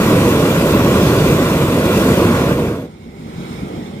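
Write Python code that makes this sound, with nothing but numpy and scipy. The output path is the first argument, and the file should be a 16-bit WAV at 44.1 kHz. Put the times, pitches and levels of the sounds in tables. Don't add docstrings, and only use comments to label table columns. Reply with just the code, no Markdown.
import sys
import numpy as np
from scipy import signal
from scipy.fft import rfft, irfft, next_fast_len
from scipy.io import wavfile
from scipy.ndimage import uniform_filter1d, map_coordinates

SR = 44100
rng = np.random.default_rng(int(sys.argv[2]) if len(sys.argv) > 2 else 0)


def transcribe(signal):
    frames = np.atleast_2d(signal).T
    limited = np.clip(frames, -1, 1)
    pcm = np.round(limited * 32767).astype(np.int16)
    wavfile.write(sys.argv[1], SR, pcm)


N = 176400

FLARE_HZ, FLARE_S, FLARE_DB = 260, .06, 1.9


def amp(db):
    return 10 ** (np.asarray(db) / 20)


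def unit(x):
    return x / np.sqrt(np.mean(x ** 2) + 1e-20)


def along(points, hz):
    f, v = np.transpose(points)
    return np.interp(np.log(hz + 1), np.log(f + 1), v)


def curves(rows):
    s, *columns = np.transpose(rows)
    return [np.interp(np.arange(N) / SR, s, column) for column in columns]


def wobble(rate):
    knots = rng.standard_normal(1024)
    return map_coordinates(knots, [np.arange(N) * rate / SR], mode="mirror")


def filtered(x, response):
    m = next_fast_len(N + SR // 2)
    return irfft(rfft(x, m) * response(np.fft.rfftfreq(m, 1 / SR)), m)[..., :N]


def turbulence(tone, alike, balance, lead_ms, patchy_db, patch=(600, .06)):
    z = signal.stft(rng.standard_normal((2, N)), nperseg=512)[2]
    bins = round(patch[0] * 512 / SR)
    frames = round(patch[1] * SR / 256)
    field = uniform_filter1d(rng.standard_normal(z.shape[1:]), size=bins, axis=0)
    field = uniform_filter1d(field, size=frames, axis=1)
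    pair = signal.istft(z * amp(patchy_db * unit(field)), nperseg=512)[1][:, :N]

    def mid_side(hz):
        turn = np.arccos(np.clip(along(alike, hz), -1, 1)) / 2
        return amp(along(tone, hz)) * [np.cos(turn), np.sin(turn)]

    mid, side = filtered(pair, mid_side)
    half = np.array([[.5], [-.5]])

    def ports(hz):
        lead_s = along(lead_ms, hz) / 1000
        gain = amp(half * along(balance, hz))
        gain = gain / np.linalg.norm(gain, axis=0)
        return gain * np.exp(2j * np.pi * hz * half * lead_s)

    return unit(filtered(np.array([mid + side, mid - side]), ports))


def near_burner():
    # (time [s], level [dB])
    flame_levels = [(0, -14), (.25, -12.5), (.8, -13), (1.3, -11.5), (1.5, -15), (1.8, -14.5), (2, -13),
                    (2.2, -11.5), (2.35, -14.5), (2.45, -13)]
    rush_levels = [(0, -11), (.55, -11.5), (1.05, -11.5), (1.6, -13.5), (2.05, -12.5), (2.35, -10.5)]
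    jet_levels = [(0, -32), (.4, -33), (.85, -33.5), (1.05, -33), (1.2, -32.5), (1.35, -34), (1.82, -34.5),
                  (2, -33), (2.3, -35.5)]
    # (time [s], flow [dB])
    valve_flow = [(2.36, 0), (2.47, -2.2), (2.525, -2.5), (2.555, -6), (2.61, -5.5), (2.69, -7.5),
                  (2.75, -11), (2.82, -16.5), (2.86, -20.5), (2.9, -42), (3, -83)]
    # (frequency [Hz], relative level [dB])
    flame_tone = [(20, -37), (40, -13), (65, -7), (95, -3.5), (135, 0.9), (220, 0), (260, -1.2),
                  (310, 0.26), (410, -4.5), (500, -2.5), (630, -9), (790, -21), (1200, -44), (3000, -79.5)]
    rush_tone = [(400, -43), (790, -8), (1000, -0.5), (1120, 0), (1260, -6), (1400, -2.5), (1750, -10),
                 (2300, -12.5), (4000, -23.5), (9000, -60)]
    jet_tone = [(800, -18), (1750, -12), (1950, 5), (2170, -9), (2350, 1.5), (2550, 0.5), (2850, 0),
                (3070, -4.5), (3430, 1.4), (3800, -3), (4600, -6.5), (8000, -8), (10500, -11), (14000, -9)]
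    # (frequency [Hz], likeness [-1 to 1])
    near_alike = [(250, .9995), (550, .99), (1100, .95), (2000, .62), (3600, .5), (4500, .08), (12000, .03)]
    # (frequency [Hz], left over right [dB])
    near_balance = [(160, 0), (270, -.7), (440, -2), (700, -2.7), (900, 0), (1210, -4), (1600, -1.5),
                    (2000, 3), (2500, 0), (3300, -3.5), (5400, -.5), (9000, 2.5), (14800, -.5)]
    # (frequency [Hz], lead of the left [ms])
    near_lead = [(300, .025), (750, .12), (1000, .05), (1500, .185), (2000, .185), (2400, .08), (3000, .12),
                 (8000, .11)]
    flame_offset_db, rush_offset_db, jet_offset_db = 1, -11, 8
    flame_power, rush_power, jet_power = .77, 1.22, 1.17
    flame_flutter_db, rush_flutter_db = .3, .11
    sputter_db, quick_db, surge_db = .45, .5, .5

    (flame_db,), (rush_db,), (jet_db,) = curves(flame_levels), curves(rush_levels), curves(jet_levels)
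    flow = amp(curves(valve_flow)[0])
    flutter = wobble(22.01)
    place = near_alike, near_balance, near_lead

    flame_gain = amp(flame_offset_db + flame_db + flame_flutter_db * flutter) * flow ** flame_power
    flame = flame_gain * turbulence(flame_tone, *place, patchy_db=.5)

    rush_gain = amp(rush_offset_db + rush_db + rush_flutter_db * flutter) * flow ** rush_power
    rush = rush_gain * turbulence(rush_tone, *place, patchy_db=.85)

    unsteady_db = sputter_db * flutter + quick_db * wobble(140) + surge_db * wobble(12.1)
    jet_gain = amp(jet_offset_db + jet_db + unsteady_db) * flow ** jet_power
    jet = jet_gain * turbulence(jet_tone, *place, patchy_db=FLARE_DB, patch=(FLARE_HZ, FLARE_S))
    return flame + rush + jet


def far_burner():
    # (time [s], low boom [dB], roar [dB], hiss [dB])
    far_levels = [(2.9, -37, -42, -54), (3.03, -36.5, -43.5, -53), (3.15, -35, -40.5, -51.5),
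                  (3.22, -34.5, -38, -48.5), (3.33, -30.5, -36.5, -45.5), (3.39, -26.5, -36, -44),
                  (3.47, -30.5, -34, -42), (3.56, -25.5, -35.5, -42), (3.64, -26, -31, -43.5),
                  (3.7, -34, -30, -45), (3.78, -23.5, -30.5, -44.5), (3.85, -32, -34, -44.5),
                  (4, -31.5, -35.5, -48)]
    # (frequency [Hz], relative level [dB])
    boom_tone = [(20, -30), (50, -13.5), (100, -5), (135, -6.5), (170, 0), (200, -3), (228, 0), (275, -10),
                 (400, -24), (900, -57)]
    roar_tone = [(150, -26.5), (290, 1), (400, 1), (520, -6.5), (690, -11.5), (790, -9), (1100, -23),
                 (2500, -54)]
    hiss_tone = [(400, -30), (1000, -1.5), (1120, -4), (1330, -1), (1750, -8), (2050, -2.5), (2230, 1.5),
                 (2450, -7), (2750, -10.5), (3150, -6), (3500, -6.5), (4650, -13.5), (5500, -12.5),
                 (6200, -17.5), (7000, -15.7), (7900, -19), (8650, -14.5), (9600, -24.5), (14500, -25)]
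    # (frequency [Hz], likeness [-1 to 1])
    far_alike = [(100, 0.98), (400, 1), (600, 0.43), (2000, 0.38), (7000, 0.41), (10000, .12)]
    # (frequency [Hz], left over right [dB])
    far_balance = [(150, 0.3), (450, -3.5), (750, 1), (1150, -5), (1500, 1), (1950, -5), (2200, -8.5),
                   (3200, -7), (5000, -1.5), (7500, 3), (8500, 9), (12000, 9), (14500, 1)]
    # (frequency [Hz], lead of the left [ms])
    far_lead = [(150, .33), (700, .38), (2000, .5), (4000, .565)]
    boom_offset_db, roar_offset_db, hiss_offset_db = .5, .5, 4
    boom_waver_db, roar_waver_db, hiss_waver_db = .3, .42, .5

    boom_db, roar_db, hiss_db = curves(far_levels)
    place = far_alike, far_balance, far_lead
    waver = wobble(21.3)

    boom_gain = amp(boom_offset_db + boom_db + boom_waver_db * waver)
    boom = boom_gain * turbulence(boom_tone, *place, patchy_db=1.9)

    roar_gain = amp(roar_offset_db + roar_db + roar_waver_db * waver)
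    roar = roar_gain * turbulence(roar_tone, *place, patchy_db=.5)

    hiss_gain = amp(hiss_offset_db + hiss_db + hiss_waver_db * wobble(25.03))
    hiss = hiss_gain * turbulence(hiss_tone, *place, patchy_db=FLARE_DB, patch=(FLARE_HZ, FLARE_S))
    return boom + roar + hiss


def basket(x):
    echo_db, latest_s, corner_hz = -15, .02, 600
    shape = (8, 2, 1)
    delays = rng.uniform(latest_s / 5, latest_s, shape)
    signs = rng.choice([-1, 1], shape)

    def ripple(hz):
        echoes = (signs * np.exp(-2j * np.pi * hz * delays)).sum(axis=0) / np.sqrt(len(delays))
        above_bass = hz ** 2 / (hz ** 2 + corner_hz ** 2)
        return 1 + amp(echo_db) * echoes * above_bass

    return filtered(x, ripple)


def scene():
    return basket(near_burner() + far_burner())


def record(dry):
    ceiling, top_hz = 1.0, 15450
    rounded = dry / (1 + np.abs(dry / ceiling) ** 8) ** (1 / 8)
    return filtered(rounded, lambda hz: hz < top_hz)


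dry = scene()
out = record(dry)
transcribe(out)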